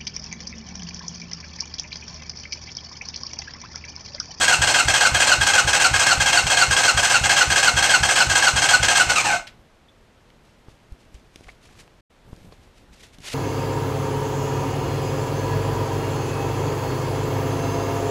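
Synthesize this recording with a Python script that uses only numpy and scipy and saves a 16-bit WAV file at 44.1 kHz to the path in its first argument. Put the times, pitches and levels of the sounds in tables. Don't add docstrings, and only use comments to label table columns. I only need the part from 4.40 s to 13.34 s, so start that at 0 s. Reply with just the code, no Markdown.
import sys
import numpy as np
from scipy import signal
from scipy.fft import rfft, irfft
from scipy.io import wavfile

SR = 44100
rng = np.random.default_rng(int(sys.argv[2]) if len(sys.argv) > 2 else 0)


def to_wav(s):
    ch = np.atleast_2d(s).T
    pcm = np.round(np.clip(ch, -1, 1) * 32767)
    wavfile.write(sys.argv[1], SR, pcm.astype(np.int16))


N = 394254
TIME_S = np.arange(N) / SR

# after_top_s, hold_s, clatter_db, whine_db, blow_db
GEAR_LOADS = [(0.024, 0.027, -22.5, -16.5, 3.5), (0.08, 0.04, -21, -16, 3.5),
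              (.149, 0.031, -20.5, -15, 2.5), (.193, 0.02, -20.5, -12.5, 0.5)]
# time_s, cycle_place_s, tooth_hz, clatter_change_db, whine_change_db
RUN_DOWN = [(4.6713, 0.0049, 1503, 0.38, 0.2), (4.7, 0.024, 1489, 2, -1.5), (4.716, .042, 1450, 0, -9),
            (4.765, 0.085, 1310, -3.6, -0.5), (4.81, .12, 1148, -3, -1), (4.848, 0.15, 931, -6, -8),
            (4.91, 0.16, 770.4, -6, -1), (4.965, .178, 708, -11.5, -2), (5.03, 0.19, 660, -28, -48),
            (5.12, 0.18, 600, -59.5, -80)]
# frequency_hz, level_db
CLATTER_SPECTRUM = [(90, -34.5), (150, -16.5), (450, -18), (640, -11), (800, 1.5), (1200, -2), (2000, -2),
                    (3100, -2), (3600, -5.5), (5000, -4), (8300, -8.5), (9000, -9.5), (9600, -29.5),
                    (13000, -24), (14000, -33.5)]
# pitch_hz, width_hz, gain_db
CASE_MODES = [(512, 35, -9), (589, 22, -7), (700, 40, -6), (770, 110, -3), (1275, 35, -4), (1530, 35, -1),
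              (2135, 35, -1), (2535, 60, -3), (2665, 40, -5), (2770, 50, -5), (2970, 50, -6),
              (3790, 35, -9), (4202, 55, -4), (4348, 35, -6), (5300, 66, -8), (5990, 150, -7),
              (6210, 90, -7), (6575, 90, -6), (7158, 70, -5), (7910, 150, -7), (8270, 70, -7)]
# harmonic_number, level_db
MESH_HARMONICS = [(1, -5), (2, -7.5), (3, -8), (4, -28), (5, -13.5)]
# frequency_hz, gain_db
CASE_RADIATION = [(600, -11), (760, -4), (1000, -3), (1500, 2.5), (1650, 1), (2000, -0.5), (2500, 8.5),
                  (2800, 1), (3050, -8.5), (3230, -1), (3700, -4), (4250, -0.5), (4600, .5), (4800, -11.5),
                  (6000, -5.5), (8000, -4.5)]
# after_top_s, gain_db
PORT_PULSES = [(-.001, 0.5), (0.0154, 0.5), (.033, -6), (.044, -4.5), (.057, -14.5), (0.073, -10.5),
               (.099, -17.5), (.166, -14)]
# frequency_hz, level_db
SHAKE_SPECTRUM = [(15, -21), (30, -14.5), (65, -5.5), (120, .5), (200, -7), (350, -4), (600, -20),
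                  (1200, -46)]
# frequency_hz, t60_s
ROOM_DECAY = [(300, .3), (800, .3), (2100, .27), (5500, .2), (12000, .13)]
# frequency_hz, level_db
HUSH_SPECTRUM = [(12, -32.5), (20, 0.5), (184, -6.5), (293, -9.5), (481, -9.5), (2630, -21), (3460, -23),
                 (14000, -43)]
# time_s, level_db
RUMBLE_LEVELS = [(5.2, -54), (5.42, -72), (5.65, -61.5), (6.54, -57.5), (7.42, -55.5), (7.76, -72.5),
                 (7.9, -49), (8.08, -48), (8.16, -55), (8.63, -56.5), (8.94, -51.5)]
# frequency_hz, level_db
RUMBLE_SPECTRUM = [(12, -18.5), (25, -1.5), (60, -7), (120, -9), (300, -16), (800, -28.5), (2000, -47)]
# start_s, peak_db, centre_hz, width_ratio, t60_s
LIGHT_CONTACTS = [(5.485, -48, 3500, .06, 0.05), (5.903, -43, 2300, 1.2, 0.0094),
                  (6.284, -39, 450, 1.7, 0.025), (6.523, -47, 4970, 1.2, .008),
                  (6.744, -40.5, 5500, 1.1, 0.0075), (6.959, -28.5, 2500, 2.1, 0.011),
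                  (7.009, -45, 2500, 2.5, .006), (7.044, -40, 2500, 0.73, 0.0052),
                  (7.072, -40, 1200, 1.3, 0.0069), (7.084, -35.5, 700, 1.7, 0.041),
                  (7.088, -35, 2080, 0.3, .035), (7.101, -40, 1190, 1.1, 0.0066),
                  (7.291, -43, 900, 0.99, .01), (7.354, -44, 900, 2.5, .006),
                  (7.478, -39, 1200, 2.6, 0.0066), (7.93, -41, 450, 2, .03),
                  (7.963, -42.5, 4000, 1.8, 0.0061), (8.123, -45.5, 4170, .4, .03),
                  (8.122, -36.5, 497, 0.91, 0.04), (8.785, -38, 3000, 2, 0.018),
                  (8.804, -40, 3010, 2.2, .012)]
# start_s, hold_s, level_db
RUB_STROKES = [(6.05, .02, -64), (6.297, 0.012, -60), (6.597, .02, -62.5), (6.747, .005, -59),
               (6.95, 0.12, -60), (7.08, 0.026, -56.5), (7.236, 0.025, -54), (7.3, .08, -60),
               (7.392, 0.014, -48), (7.93, 0.12, -62.5), (8.125, .01, -59), (8.233, .005, -59),
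               (8.36, .02, -60), (8.534, .05, -59), (8.598, .02, -52.5), (8.635, .01, -46),
               (8.739, 0.0083, -54), (8.854, 0.068, -37), (8.922, .03, -34)]
# frequency_hz, level_db
RUB_SPECTRUM = [(120, -45), (200, -14.5), (290, -4), (1270, -6), (2280, 2), (3890, -0.5), (6400, -4.5),
                (10500, -12), (14000, -23.5)]
# start_s, peak_db, pitch_hz, damping_per_period, first_swing_sign
BODY_KNOCKS = [(6.284, -33.5, 109.6, 3.7, -1), (6.52, -28.5, 55.4, 2, 1), (6.745, -33.5, 55.2, 1.4, -1),
               (6.959, -35, 302, 2, 1), (7.009, -35, 200, 9.7, 1), (7.066, -40, 45.3, 1.1, -1),
               (7.93, -25.5, 111, 6.2, -1), (8.015, -44, 40.3, 2.5, -1), (8.123, -46, 250, 1, -1),
               (8.785, -36, 180, 2.2, 1), (8.803, -38, 178, 1.5, 1)]

FIRST_TOP_S, CYCLE_S, TIRING_S, CYCLES = -.0675, .26391, 7.6e-5, 19
SKIP_AT_S, SKIP_S = 2.068, .0232


def gain_of(db):
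    return 10 ** (np.asarray(db) / 20)


def unit_rms(x):
    return x / np.sqrt(np.mean(abs(x) ** 2) + 1e-20)


def at_frequency(points, hz):
    known_hz, value = np.transpose(points)
    return np.interp(np.log(hz + 1), np.log(known_hz + 1), value)


def follow(rows):
    time_s, *columns = np.transpose(rows)
    return [np.interp(TIME_S, time_s, column) for column in columns]


def add(mix, start_s, sound):
    part = mix[round(start_s * SR):][:len(sound)]
    part += sound[:len(part)]


def coloured(x, spectrum):
    return irfft(rfft(x) * gain_of(at_frequency(spectrum, np.fft.rfftfreq(len(x), 1 / SR))), len(x))


def wander(hz):
    return unit_rms(signal.sosfilt(signal.butter(2, hz, fs=SR, output="sos"), rng.standard_normal(N)))


def ring(x, hz, width_hz):
    return signal.lfilter(*signal.iirpeak(hz, hz / width_hz, SR), x)


def strokes(t, rows, rest_db, rise_db_per_s, ease_s, sag_db_per_s=0):
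    level = np.full(len(t), float(rest_db))
    for start_s, hold_s, db in rows:
        held = db - sag_db_per_s * np.clip(t - start_s, 0, hold_s)
        held -= rise_db_per_s * np.maximum(start_s - t, 0)
        release = np.exp(-np.maximum(t - start_s - hold_s, 0) / ease_s)
        level = np.maximum(level, rest_db + (held - rest_db) * release)
    return level


def top_times():
    k = np.arange(CYCLES)
    return FIRST_TOP_S + CYCLE_S * k + TIRING_S * k * (k - 1) / 2


def tooth_rate(place_s, base_hz=1602, overrun_hz=42, sag_hz=245, sag_from_s=.178, sag_s=.04):
    since_s = (place_s - sag_from_s) % CYCLE_S
    recovery = np.maximum(1 - (since_s - sag_s) / .069, 0)
    drag = np.where(since_s < sag_s, np.sin(np.pi / 2 * since_s / sag_s) ** 2, recovery)
    race = sum(np.exp(-abs(place_s - load[0]) / .008) for load in GEAR_LOADS[:-1])
    return base_hz + overrun_hz * race - sag_hz * drag


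def crank(bounce_s=.02, blow_s=.0045):
    cycles = np.interp(TIME_S + SKIP_S * (TIME_S > SKIP_AT_S), top_times(), np.arange(CYCLES))
    slow_place_s, slow_hz, clatter_db, whine_db = follow(RUN_DOWN)
    powered = cycles < CYCLES - 1
    place_s = np.where(powered, cycles % 1 * CYCLE_S, slow_place_s)
    strength = rng.random((CYCLES, len(GEAR_LOADS), 2))[cycles.astype(int)]
    blows_db = np.zeros(N)
    for k, (after_s, *_, db) in enumerate(GEAR_LOADS):
        for bounce in range(2):
            contact = np.exp(-((place_s - after_s - bounce * bounce_s) / blow_s) ** 2)
            blows_db += db * strength[:, k, bounce] * contact
    push = GEAR_LOADS[-1]
    loads = np.array([*GEAR_LOADS, (push[0] - CYCLE_S, *push[1:])])
    clatter_db += blows_db + strokes(place_s, loads[:, :3], -34.5, 1298.5, .026, sag_db_per_s=16.5)
    whine_db += 1.33 * blows_db + strokes(place_s, loads[:, [0, 1, 3]], -47, 3502, .014, sag_db_per_s=150)
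    return clatter_db, np.where(powered, tooth_rate(place_s), slow_hz), whine_db


def clatter(level_db, hits_per_s=5000):
    sizes = gain_of(3 * np.minimum(rng.exponential(1, N), 5))
    struck = rng.random(N) < hits_per_s / SR
    blows = unit_rms(sizes * struck * rng.choice([-1., 1.], N))
    load = gain_of(level_db + .62 * wander(81))
    drive = unit_rms(blows * gain_of(2 * wander(75)))
    broad = coloured(blows * load, CLATTER_SPECTRUM) / coloured(blows, CLATTER_SPECTRUM).std()
    ringing = sum(gain_of(db) * ring(np.roll(drive, 9973 * k) * load, hz, width)
                  for k, (hz, width, db) in enumerate(CASE_MODES))
    passed_power = sum(gain_of(2 * db) * np.pi * width / SR for _, width, db in CASE_MODES)
    return broad + gain_of(1) * ringing / np.sqrt(passed_power)


def whine(tooth_hz, level_db, dulling_db=18, cover_hz=1486):
    roughness = .45 + 2.5 * np.clip(1 - tooth_hz / 1400, 0, 1)
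    slack = np.clip(1 - tooth_hz / 1100, 0, 1)
    phase = 2 * np.pi * np.cumsum(tooth_hz * (1 + .002 * wander(27))) / SR
    tone = np.zeros(N)
    for k, db in MESH_HARMONICS:
        depth = roughness * np.sqrt(k)
        flutter = (1 + depth * (wander(83) + 1j * wander(110))) / np.sqrt(1 + 2 * depth ** 2)
        radiated_db = db + at_frequency(CASE_RADIATION, k * tooth_hz) - dulling_db * (k - 1.5) * slack
        tone += gain_of(radiated_db) * (flutter * np.exp(1j * k * phase)).real
    tone *= np.sqrt(2) * gain_of(level_db)
    return tone + ring(tone, cover_hz, width_hz=40)


def port_thumps(swing_s=.0021):
    u = np.arange(-500, 500) / SR / swing_s
    pulse = u * np.exp(.5 - u ** 2 / 2)
    out = np.zeros(N + SR)
    strength_db = np.append(-21 - .04 * np.arange(CYCLES - 1), -27)
    for top_s, top_db in zip(top_times(), strength_db):
        for after_s, db in PORT_PULSES:
            centre_s = top_s + after_s - SKIP_S * (top_s + after_s > SKIP_AT_S)
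            add(out, 1 + centre_s - 500 / SR, gain_of(top_db + db) * pulse)
    return out[SR:]


def frame_shake(clatter_db):
    running_db = .12 * np.minimum(clatter_db + 45, 12) + np.minimum(clatter_db + 29.5, 0)
    return gain_of(running_db - 40.5) * unit_rms(coloured(rng.standard_normal(N), SHAKE_SPECTRUM))


def reverberation(x):
    taps = np.zeros(SR)
    arrivals = np.arange(300, SR - 20, 20) + rng.integers(0, 20, (SR - 301) // 20)
    taps[arrivals] = rng.choice([-1., 1.], len(arrivals))
    hz, t, bands = signal.stft(taps, SR, nperseg=256)
    decay = gain_of(-60 * t / at_frequency(ROOM_DECAY, hz)[:, None])
    tail = signal.istft(bands * decay, SR, nperseg=256)[1]
    return signal.fftconvolve(x, tail / np.linalg.norm(tail))[:N]


def room_hush(level_db=-56):
    return gain_of(level_db) * unit_rms(coloured(rng.standard_normal(N), HUSH_SPECTRUM))


def hand_rumble():
    rumble = unit_rms(coloured(rng.standard_normal(N), RUMBLE_SPECTRUM))
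    return rumble * gain_of(follow(RUMBLE_LEVELS)[0] + 2 * wander(12))


def last_clack(start_s=5.071, hold_s=.0049, centre_hz=2600, width_hz=3500):
    level_db = strokes(TIME_S, [(start_s, hold_s, -30)], rest_db=-110, rise_db_per_s=4000, ease_s=.099)
    burst = rng.standard_normal(N) * gain_of(level_db)
    return ring(ring(burst, centre_hz, width_hz), centre_hz, width_hz)


def ticks():
    out, t = np.zeros(N), np.arange(4000) / SR
    for start_s, db, hz, width_ratio, t60_s in LIGHT_CONTACTS:
        burst = rng.standard_normal(len(t)) * gain_of(-60 * t / t60_s)
        tick = ring(ring(burst, hz, width_ratio * hz), hz, width_ratio * hz)
        add(out, start_s, gain_of(db) * tick / abs(tick).max())
    return out


def rustle():
    grains = rng.standard_normal(N) * gain_of(-1.5 * np.minimum(rng.exponential(1, N), 5) + 2 * wander(60))
    level_db = strokes(TIME_S, RUB_STROKES, rest_db=-73.5, rise_db_per_s=500, ease_s=.049)
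    return unit_rms(coloured(grains, RUB_SPECTRUM)) * gain_of(level_db)


def knocks():
    out, t = np.zeros(N), np.arange(4000) / SR
    for start_s, db, hz, damping, sign in BODY_KNOCKS:
        knock = np.sin(2 * np.pi * hz * t) * np.exp(-damping * hz * t)
        add(out, start_s, sign * gain_of(db) * knock / knock.max())
    return out


def scene():
    clatter_db, tooth_hz, whine_db = crank()
    engine = clatter(clatter_db) + whine(tooth_hz, whine_db) + last_clack()
    room = room_hush() + gain_of(-12.5) * reverberation(engine)
    bass = port_thumps() + frame_shake(clatter_db)
    handling = hand_rumble() + rustle() + ticks() + knocks()
    return (engine + room + bass + handling)[None]


def record(dry, silent_from_s=7.607, silent_to_s=7.704, cutoff_hz=13700):
    ramps = np.maximum((silent_from_s - TIME_S) / .0031, (TIME_S - silent_to_s) / .0085)
    gate = np.clip(ramps + 1, 0, 1) ** 2
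    low_pass = signal.firwin(511, cutoff_hz, window=("kaiser", 9), fs=SR)
    return signal.oaconvolve(np.tanh(dry) * gate, low_pass[None], "same")


dry = scene()
out = record(dry)
to_wav(out)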